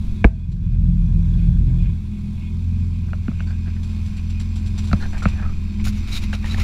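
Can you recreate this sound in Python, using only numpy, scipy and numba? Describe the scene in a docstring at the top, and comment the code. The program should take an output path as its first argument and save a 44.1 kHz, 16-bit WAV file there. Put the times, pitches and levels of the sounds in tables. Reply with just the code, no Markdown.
"""A four-cylinder personal watercraft idles on its trailer in a driveway, heard close up.
Its firings drive a wet exhaust that drones, and burbles up for a second as water backs up in it.
The hull drums, the engine rattles under the seat and cooling water patters on the ground.
The microphone, on a hand-held camera, moves from dash to stern amid gritty scuffs and eddies of air.
Fingers knock and rub the camera body; the first knock overloads it and its gain control ducks."""
import sys
import numpy as np
from scipy import signal
from scipy.fft import rfft, irfft
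from scipy.io import wavfile
from scipy.ndimage import uniform_filter1d
from numba import njit

SR = 44100
rng = np.random.default_rng(int(sys.argv[2]) if len(sys.argv) > 2 else 0)


def wav_out(sig):
    """Save sig, one row per channel (or a flat mono array), as 16-bit PCM at SR to the path in sys.argv[1]."""
    wavfile.write(sys.argv[1], SR, np.round(np.clip(np.atleast_2d(sig).T, -1, 1) * 32767).astype(np.int16))


N = 292383
T = np.arange(N) / SR


# Exhaust note from three microphone spots: firing_multiple, dash_db, seat_db, stern_db, swell_gain_db
EXHAUST_HARMONICS = [(1, -33, -29, -25.8, 12), (2, -29.5, -22, -24.8, 7), (3, -35, -36.5, -43, 11),
                     (4, -37.5, -33.5, -44, 13)]
# Fifth harmonic, coming and going along the hull: time_s, level_db
FIFTH_HARMONIC = [(0, -29), (.25, -38), (.45, -45), (.95, -34.5), (1.8, -39), (2.0, -34), (2.32, -31),
                  (2.55, -34.5), (3.05, -39), (3.4, -38), (3.8, -35), (4.15, -33), (4.45, -35.5),
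                  (4.9, -32.5), (5.3, -33), (5.62, -38), (5.8, -27), (6.05, -32.5), (6.6, -31.5)]
# Weaker orders, the halves from unequal cylinders: firing_multiple, level_db
WEAK_ORDERS = [(.5, -41.5), (1.5, -41), (2.5, -36.5), (4.5, -41), (5.5, -48.5), (6, -51.5), (6.5, -59.5),
               (7.5, -61.5), (8.5, -60), (9, -65.5)]

def exhaust_drone(firings, firing_hz, place_m, swell, mean_hz=42.1, surge_db_per_hz=1.5):
    """Harmonics of the firing rate waver with uneven combustion and grow as the idle hunts upward."""
    out = np.zeros(N)
    spots_m = (0, .55, 1.9)  # dash, seat, stern
    levels = [(multiple, np.interp(place_m, spots_m, spot_db) + swell_db * swell)
              for multiple, *spot_db, swell_db in EXHAUST_HARMONICS]
    for multiple, db in levels + [(5, curve(FIFTH_HARMONIC))]:
        waver_rad = .04 * multiple * wander(18)
        throb_db = .45 * multiple * wander(22)
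        out += undb(db + throb_db) * np.sin(2 * np.pi * multiple * firings + waver_rad + multiple ** 2)
    limp_db = -0.5 + 2.5 * swell
    for multiple, db in WEAK_ORDERS:
        gain = undb(db + limp_db + 3.94 * wander(9))
        out += gain * np.sin(2 * np.pi * multiple * firings + 1.36 * wander(12))
    surge_db = surge_db_per_hz * (firing_hz - mean_hz) + .8 * wander(7)
    return np.sqrt(2) * out * undb(surge_db)


# Response of the wet silencer: frequency_hz, gain_db
SILENCER = [(12, -24.5), (25, -22), (45, -18.5), (70, 6), (105, 2.5), (170, -0.5), (210, -16), (260, -31),
            (370, -31), (480, -37), (700, -43), (1100, -70.5)]

def exhaust_burble(firings, place_m, swell, scatter=0.61, jitter_s=0.0018, limp=0.13):
    """Each firing shoves a slug of water through the silencer, strong and weak in turn, never alike."""
    starts = np.flatnonzero(np.diff(np.floor(firings)))
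    timing, strength = rng.standard_normal((400, 2))[:len(starts)].T
    sizes = 0.6 + limp * (-1) ** np.arange(len(starts)) + scatter * np.tanh(strength)
    pulses = np.zeros(N)
    pulses[np.clip(starts + (jitter_s * SR * timing).astype(int), 0, N - 1)] = sizes
    # turbulence smears each shove over a few hundredths of a second
    churn = signal.fftconvolve(pulses ** 2, np.exp(-T[:SR // 8] / 0.027))[:N]
    gas = unit_rms(np.sqrt(np.abs(churn)) * rng.standard_normal(N))
    shoves = signal.sosfilt(signal.butter(3, 260, fs=SR, output="sos"), unit_rms(pulses))
    gurgle = undb(-34 - 2.8 * place_m + 15.5 * swell) * colour(shoves + 0.87 * gas, SILENCER)
    # backed-up water chugs deeply at the height of the swell
    chug = colour(shoves + gas, [(22, -9.5), (32, 6.5), (58, -12.5), (75, -3.5)])
    return gurgle + undb(-22.5) * swell ** 2 * chug


# Hull drumming at the microphone, weakest beside the handlebar: time_s, level_db
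DRUM_LEVEL = [(0, -55), (.6, -52.5), (1.65, -50.5), (2.3, -50.5), (2.7, -61), (3.2, -60), (3.7, -54),
              (4.4, -51), (5.4, -48), (6.6, -49)]
# Tone of the hollow hull: frequency_hz, gain_db
DRUM_COLOUR = [(250, 0.5), (300, -1.5), (355, -0.5), (395, -11), (450, -26.5)]

def hull_drum(firings, firing_hz, decay_s=0.0069):
    """Each firing sets the hollow hull drumming for a moment."""
    since_firing_s = firings % 1 / firing_hz
    beats = np.exp(-since_firing_s / decay_s) * (1 + 5 * rng.standard_normal(N))
    return undb(curve(DRUM_LEVEL)) * colour(beats, DRUM_COLOUR)


# Clatter heard from outside the hull: frequency_hz, gain_db
RATTLE_COLOUR = [(300, -4.5), (400, -3.5), (480, -11), (700, -10), (1100, -10.5), (1900, -21), (2350, -14),
                 (2950, -18), (3600, -12), (4800, -19), (6500, -22), (8500, -24.5), (10500, -26.5),
                 (15000, -35.5)]
# Ringing engine parts from two microphone spots: pitch_hz, width_hz, dash_db, seat_db, swell_gain_db
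CASING_MODES = [(663, 47, -75, -84, 10), (1000, 140, -67, -62, 3.5), (1595, 270, -69, -62.5, 6),
                (2218, 88, -67, -62.5, 0), (2473, 47, -67.5, -59, 4.5), (2550, 490, -67.5, -57.5, 3),
                (3130, 30, -75.5, -66.5, 0.5), (3420, 60, -69, -72, 3.5), (3620, 390, -70.5, -61.5, 1),
                (4335, 69, -76, -67, 2.5), (4440, 29, -77, -64, -2.5), (5000, 270, -75, -62.5, 3.5),
                (5916, 140, -74, -64, 1.5), (7360, 540, -74, -66.5, 0.5)]
# Moments when the casing buzzes up: start_s, length_s, gain_db
CASING_FLARES = [(0.948, 0.078, -0.5), (1.377, 0.074, 7), (1.661, 0.035, 11), (1.784, 0.12, 9.5),
                 (2.111, 0.071, 7), (2.361, 0.14, 10), (2.923, 0.076, 5), (4.167, .035, 10),
                 (4.292, 0.115, 7)]

def engine_rattle(firings, place_m, swell, clatter=0.074, flare_hz=2440, flare_octaves=0.55):
    """Valves and gears tick with the firings; each part rings and flutters, muffled by the hull."""
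    beat = 1 + clatter * np.cos(2 * np.pi * firings)
    out = colour(grains(9000, 0.8) * beat, RATTLE_COLOUR)
    out *= undb(-57.5 + 3 * place_m + 1.9 * wander(3))
    ticks = grains(2500, 0.71) * beat
    surges = wander(11)
    flare_db = sum(db * gate(start, start + length, 0.014, 0.017) for start, length, db in CASING_FLARES)
    for hz, width, dash_db, seat_db, swell_db in CASING_MODES:
        db = np.interp(place_m, (.22, 1.15), (dash_db, seat_db)) + swell_db * swell - 1
        flare_share = np.exp(-(np.log2(hz / flare_hz) / flare_octaves) ** 2)
        flutter_db = 2 * wander(20) + 1.5 * surges
        out += undb(db + flare_share * flare_db + flutter_db) * resonate(ticks, [(hz, width, 0)], order=2)
    return out


# Steady stream landing on the driveway: frequency_hz, gain_db
STREAM_COLOUR = [(300, -31.5), (600, -16), (1050, -3), (1800, -8.5), (2500, 3.5), (3000, -14.5),
                 (3900, -6.5), (5450, -13.5), (5850, -13), (6400, -24.5), (7400, -14), (8400, -28.5),
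                 (10500, -25.5), (15000, -32)]

def cooling_water(place_m):
    """Cooling water patters on the drive, nearer towards the stern."""
    return undb(-65 + 7.5 * place_m + wander(22)) * colour(grains(4600, 0.54), STREAM_COLOUR)


# Knocks right at the microphone:
# start_s, click_db, thud_db, crack_over_click_db, click_pitch_ratio, thud_pitch_ratio
KNOCKS = [(0.2427, -18, 0.55, -18, 1.77, 1.085), (3.131, -23, -53, -28, 1.22, 0.92),
          (3.28, -24.5, -12.5, -23, 1.22, 1.07), (3.314, -37, -46, -22, 1.1, 0.82),
          (3.403, -25.5, -48, -31, 1.3, 1.06), (3.677, -36, -27, -12, 1.41, 1.05),
          (4.913, -23, -15, -21, 1.23, 0.74), (4.9291, -11.5, -8, -10, 1.14, 1.014),
          (5.2537, -9, -7.5, -24, 1.15, 0.92), (6.329, -18.5, -52, -15, 1.36, 0.86),
          (6.543, -22, -26, -15, 1.54, 1.04), (6.581, -27.5, -31, -22, 0.92, 1.02),
          (6.611, -38, -38, -16, 1.2, 0.61)]
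# The camera's shell click, body thud and deep boom: pitch_hz, level_db, t60_s, delay_s
SHELL_MODES = [(5970, -42, 0.0057, 0.001), (2310, -5.5, 0.045, 0.00031), (2107, -4, 0.04, 0.002),
               (1860, -2.5, 0.021, 0.00052), (1162, 18, 0.014, 0.001727), (795, -19, 0.018, 0.00098),
               (594, 1, 0.036, 0.00055), (508, 4, 0.038, 0.0018), (421, -5, 0.036, 0.003)]
THUD_MODES = [(293, 5.5, 0.03, 0.0034), (201.8, 23.5, 0.038, 0.0033), (149, 9.5, 0.041, 0.006),
              (97, 16, 0.075, 0.0092)]
BOOM_MODES = [(50.1, 0, 0.13, 0.0072)]
# Panel rung by the hardest knock: pitch_hz, level_db, t60_s
PANEL_MODES = [(380, 10, 0.074), (447, -17.5, 0.24), (483, 23.5, 0.063), (656, -10.5, 0.39),
               (680, -14, .25), (636, 27, 0.025), (830, -22, 0.15), (1243, 16, 0.02), (1560, -22, 0.56),
               (1650, -7, 0.091), (1633, 25, 0.015), (1940, -26, 0.39), (2270, -0.5, 0.08),
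               (2343, 20.5, 0.021), (2450, -14.5, 0.11), (2630, -29, 0.35), (2530, 6, 0.036)]
# Shell crack, hollow housing and panel chatter: frequency_hz, gain_db
CRACK_COLOUR = [(2000, -17.5), (4200, 5), (5500, -7.5), (8000, -20.5), (15000, -38)]
HOLLOW_COLOUR = [(400, -15), (500, -3), (640, 2.5), (850, -9), (1250, -4), (1900, -11.5), (2450, -12.5),
                 (3000, -25)]
CHATTER_COLOUR = [(300, -2), (700, 6.5), (1100, -2.5), (1600, -11), (2000, -15), (2450, -6), (3200, -19.5),
                  (8000, -28)]

def camera_knocks(hollow_s=0.017, panel_start_s=.2433, chatter_s=0.024):
    """The shell cracks, clicks and rings hollow; the whole body thuds after it, and heavy blows boom."""
    out = np.zeros(N)
    boom = struck(BOOM_MODES, rise_cycles=0.26)
    noise = rng.standard_normal(N)
    for start, click_db, thud_db, crack_db, click_ratio, thud_ratio in KNOCKS:
        click = struck(SHELL_MODES, rise_cycles=0.5, pitch_ratio=click_ratio)
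        t = T[:len(click)]
        crack = colour(rng.standard_normal(len(t)), CRACK_COLOUR)
        crack *= (1 - np.exp(-t / 0.00087)) * np.exp(-t / 0.0022)
        thud = struck(THUD_MODES, rise_cycles=0.76, pitch_ratio=thud_ratio)
        body = undb(thud_db) * thud + undb(4.5 + 2.25 * thud_db) * boom
        add(out, start, undb(click_db) * (click + undb(crack_db) * crack) + body)
        ring = burst(noise, start, hollow_s, click_db - 21, HOLLOW_COLOUR, rise_s=0.0036, fall_s=hollow_s)
        add(out, start, ring)
    panel = struck([(*mode, 0) for mode in PANEL_MODES])
    chatter = burst(noise, panel_start_s, chatter_s, -27, CHATTER_COLOUR, rise_s=0.001, fall_s=chatter_s)
    add(out, panel_start_s, undb(-1) * panel)
    add(out, panel_start_s, chatter)
    return out


# Fingers rubbing and squeaking on the camera shell: start_s, length_s, level_db, pitch_hz
RUBS = [(3.082, 0.011, -45, 1447), (3.395, 0.018, -41, 2560), (3.463, 0.085, -49.5, 1540),
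        (3.657, 0.031, -46, 1550), (3.764, 0.022, -48, 1740), (4.998, 0.072, -38.5, 1610),
        (5.126, 0.051, -38.5, 1611), (5.166, 0.049, -44, 2330), (5.221, 0.011, -28, 1350),
        (5.236, 0.1, -43.5, 2439), (5.33, .11, -44.5, 1650), (5.41, .11, -43, 1300),
        (5.793, 0.015, -39, 2308), (5.865, 0.012, -29.5, 1510), (6.433, 0.033, -37, 1830),
        (6.565, 0.089, -38, 2210)]
SQUEAKS = [(.15, 0.031, -55.5, 3830), (3.466, 0.048, -56.5, 4650), (5.005, 0.03, -41.5, 4260),
           (6.115, 0.04, -34.5, 4040), (6.147, 0.037, -35.5, 3830), (6.495, .05, -38.5, 3970)]
# Tone of each kind of stroke: pitch_multiple, gain_db
RUB_COLOUR = [(.13, -20), (.35, -4.5), (.48, -1), (.66, -8), (.85, -3.5), (1, 6.5), (1.14, -3.5),
              (1.35, -9), (1.7, -12.5), (2.1, -19), (4.5, -35)]
SQUEAK_COLOUR = [(.6, -54), (.88, -19), (.96, 5), (1, 7), (1.04, -10), (1.15, -10), (1.7, -19)]

def finger_rubs(patchy_db=2):
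    """Skin sticks and slips on the plastic with a hollow rub, or a thin squeak where it is dry."""
    out = np.zeros(N)
    slips = unit_rms(grains(3200, 0.8) * undb(patchy_db * wander(110)))
    for strokes, shape in (RUBS, RUB_COLOUR), (SQUEAKS, SQUEAK_COLOUR):
        for start, length, db, hz in strokes:
            outline = [(multiple * hz, gain_db) for multiple, gain_db in shape]
            add(out, start, burst(slips, start, length, db, outline, rise_s=0.069 * length, fall_s=0.013))
    return out


# A hand passing right over the microphone: start_s, length_s, level_db, tilt_db_per_octave, rise_s
BRUSHES = [(5.841, 0.059, -35, 3.5, 0.0011), (5.922, 0.085, -46, 0.5, 0.006),
           (6.073, 0.04, -43, 0.5, 0.0009), (6.106, 0.087, -35, 2.5, 0.016), (6.216, 0.036, -37, 0, 0.0054),
           (6.327, 0.033, -35, -2, 0.0006), (6.449, 0.11, -40, 0, 0.0039), (6.565, 0.086, -36, 1, 0.013)]
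# Resonances of the microphone opening: pitch_hz, width_hz, level_db
PORT_MODES = [(755, 1200, 2.5), (1360, 300, 4), (2310, 650, 10), (3684, 290, 4), (4000, 118.6, -8),
              (5100, 130, -10), (5500, 56.6, -5), (6440, 98, -2), (6800, 160, -10), (8700, 950, -5),
              (10000, 1100, -7), (13300, 1970, -4), (15000, 800, -12)]

def hand_brushes(patchy_db=1.7):
    """Skin catches and slips across the microphone opening and rings its narrow duct."""
    out = np.zeros(N)
    rasp = resonate(grains(12000, 0.71) * undb(patchy_db * wander(220)), PORT_MODES)
    outline = [(500, -1.5), (7300, 2.0), (8200, -5.0), (13000, -9.0), (15000, -18)]
    for start, length, db, tilt_db, rise_s in BRUSHES:
        add(out, start, burst(rasp, start, length, db, outline, tilt_db, rise_s, fall_s=0.0097))
    return out


# Faint scuffs and rustles, most with the microphone beside the seat: start_s, level_db
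SCUFFS = [(0.515, -52.5), (3.83, -48.5), (4.058, -48.5), (4.165, -48.5), (4.295, -47.5), (4.397, -42),
          (4.556, -44.5), (4.659, -45.5), (4.778, -40), (4.839, -46), (4.873, -46.5), (5.178, -46),
          (5.225, -43.5), (5.282, -46.5)]
# Tone of one scuff: frequency_hz, gain_db
SCUFF_COLOUR = [(300, -51), (700, 2.5), (1500, -1.5), (2500, -1), (4200, 1.5), (5400, -4.5), (5900, 1),
                (6500, -15), (7400, 0), (8600, -18), (10400, -11.5), (11800, -27), (15000, -24)]

def scuffs(length_s=0.032):
    """Short, bright, gritty scuffs and rustles, each a cluster of tiny clicks."""
    out = np.zeros(N)
    grit = grains(9000, 1.9)
    for start, db in SCUFFS:
        scuff = burst(grit, start, length_s, db, SCUFF_COLOUR, tilt_db=1, rise_s=0.00063, fall_s=0.02)
        add(out, start, scuff)
    return out


# Puffs of air on the microphone as the camera jerks: start_s, length_s, level_db
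PUFFS = [(0, 0.13, -20.5), (5.007, 0.58, -25), (5.828, 0.048, -16.5), (6.537, 0.073, -23)]
# Rumble of those eddies: frequency_hz, gain_db
BUFFET_COLOUR = [(10, 5), (22, -14), (40, -11.5), (80, -14), (160, -37)]

def air_buffet(place_m):
    """Slow eddies on the microphone, stronger in the open towards the stern and at every jerk."""
    puffs = sum(undb(db) * gate(start, start + length, 0.007, 0.017) for start, length, db in PUFFS)
    return (undb(-44 + 8 * place_m) + puffs) * colour(rng.standard_normal(N), BUFFET_COLOUR)


def undb(db):
    """Decibels to gain."""
    return 10 ** (np.asarray(db) / 20)


def unit_rms(x):
    """Scale to rms 1."""
    return x / np.sqrt(np.mean(x ** 2))


def curve(table):
    """Join (time_s, value) points by straight lines."""
    return np.interp(T, *np.transpose(table))


def gate(start_s, end_s, rise_s, fall_s):
    """Rises from 0 to 1 after start_s, holds, and falls back after end_s."""
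    return np.clip((T - start_s) / rise_s, 0, 1) * np.clip(1 - (T - end_s) / fall_s, 0, 1)


def wander(rate_hz):
    """Smooth random drift through rate_hz values a second; rms 1."""
    knots = rng.standard_normal(4096)
    drift = np.interp(T * rate_hz, np.arange(len(knots)), knots)
    return unit_rms(uniform_filter1d(drift, int(SR / rate_hz / 2)))


def colour(x, outline, tilt_db=0):
    """Filter by a (frequency_hz, gain_db) outline with steep skirts, tilted per octave; rms 1."""
    hz, db = np.transpose(outline)
    octave = np.log2(np.maximum(np.fft.rfftfreq(len(x), 1 / SR), 1))
    octaves_outside = np.maximum(np.log2(hz[0]) - octave, 0) + np.maximum(octave - np.log2(hz[-1]), 0)
    gain_db = np.interp(octave, np.log2(hz), db) + tilt_db * octave - 24 * octaves_outside
    return unit_rms(irfft(rfft(x) * undb(gain_db), len(x)))


def resonate(x, modes, order=1):
    """Ring (pitch_hz, width_hz, level_db) resonances, steeper at a higher order; rms 1."""
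    f = np.maximum(np.fft.rfftfreq(N, 1 / SR), 1)
    response = sum(undb(db) / (1 + 1j * (f * f - hz * hz) / (f * width)) ** order
                   for hz, width, db in modes)
    return unit_rms(irfft(rfft(x) * response, N))


def grains(per_s, spread_db):
    """Dense tiny impacts, most small and a few large; rms 1."""
    sizes = undb(spread_db * np.minimum(rng.exponential(size=N), 5))
    return unit_rms((rng.random(N) < per_s / SR) * sizes * rng.standard_normal(N))


def burst(source, start_s, length_s, db, outline, tilt_db=0, rise_s=.004, fall_s=.008):
    """A short, coloured stretch of the source that sets in, holds and dies away."""
    t = T[:SR // 4]
    envelope = (1 - np.exp(-t / rise_s)) * np.exp(-np.maximum(t - length_s + fall_s, 0) / fall_s)
    stretch = np.roll(source, -int(start_s * SR))[:len(t)]
    return undb(db) * envelope * colour(stretch, outline, tilt_db)


def struck(modes, rise_cycles=1.0, pitch_ratio=1):
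    """Ring of a set of modes after a soft blow; peak 1."""
    out = 0
    for hz, db, t60_s, delay_s in modes:
        t = np.maximum(T[:SR // 2] - delay_s, 0)
        cycles = hz * pitch_ratio * t
        onset = 1 - np.exp(-(cycles / rise_cycles) ** 2)
        decay = np.exp(-np.log(1000) * t / t60_s)
        out = out + undb(db) * np.sin(2 * np.pi * cycles) * decay * onset
    return out / np.abs(out).max()


def add(out, start_s, sound):
    """Mix a sound in at start_s."""
    start = int(start_s * SR)
    out[start:start + len(sound)] += sound[:max(N - start, 0)]


@njit
def follow(x, attack, release):
    """Envelope that rises and falls at separate rates per sample."""
    out, level = np.empty(len(x)), 0.
    for i in range(len(x)):
        level += (abs(x[i]) - level) * (attack if abs(x[i]) > level else release)
        out[i] = level
    return out


# The idle, hunting a little: time_s, firing_hz
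IDLE_RATE = [(0, 42.2), (.35, 42.8), (.55, 41.4), (.95, 42.77), (1.22, 41.83), (1.5, 42.49), (1.7, 42.14),
             (2.0, 41.44), (2.27, 40.95), (2.5, 41.88), (2.73, 43.4), (3.0, 42.38), (3.27, 41.56),
             (3.5, 42.12), (3.85, 42.19), (4.17, 41.09), (4.4, 42.9), (4.72, 41.79), (4.97, 42.07),
             (5.2, 40.6), (5.45, 42.01), (5.62, 40.7), (5.85, 41.57), (6.38, 41.57), (6.6, 43.37)]
# Microphone's distance from the dash towards the stern: time_s, distance_m
MICROPHONE_PATH = [(2.36, 0.22), (2.62, 0.5), (4.5, 1.154), (5.2, 1.11), (6.63, 2.79)]
# Rattle, water hiss and scuffs growing slightly louder and softer: time_s, gain_db
TREBLE_LEVEL = [(0, 1.5), (.5, -1), (1.0, -0.5), (2.3, 0), (3.0, 0), (4.0, 0), (4.7, -0.5), (5.35, 2),
                (5.6, -0.5), (5.8, -2), (6.1, 0.5), (6.63, -1.5)]

def scene():
    """One firing count drives the engine; the microphone's place sets the balance; handling is on top."""
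    firing_hz, place_m = curve(IDLE_RATE), curve(MICROPHONE_PATH)
    firings = np.cumsum(firing_hz) / SR
    # the swell: water backs up in the exhaust, then is blown clear
    swell = gate(start_s=0.14, end_s=1.873, rise_s=0.67, fall_s=0.098)
    exhaust = exhaust_drone(firings, firing_hz, place_m, swell) + exhaust_burble(firings, place_m, swell)
    hull = hull_drum(firings, firing_hz)
    treble = engine_rattle(firings, place_m, swell) + cooling_water(place_m) + scuffs()
    treble *= undb(curve(TREBLE_LEVEL))
    handling = finger_rubs() + hand_brushes() + camera_knocks()
    return (exhaust + hull + treble + handling + air_buffet(place_m))[None]


def record(dry, attack_s=0.018, release_s=0.87, threshold=0.4, ceiling=.97, top_hz=15600):
    """The camera's gain control ducks after an overload, peaks are rounded off and the top is cut."""
    envelope = follow(dry[0], 1 / (attack_s * SR), 1 / (release_s * SR))
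    ducked = dry * np.minimum(1, threshold / (envelope + 1e-9))
    rounded = ducked / (1 + (ducked / ceiling) ** 6) ** (1 / 6)
    return signal.sosfilt(signal.ellip(10, .2, 80, top_hz, fs=SR, output="sos"), rounded)


dry = scene()
out = record(dry)
wav_out(out)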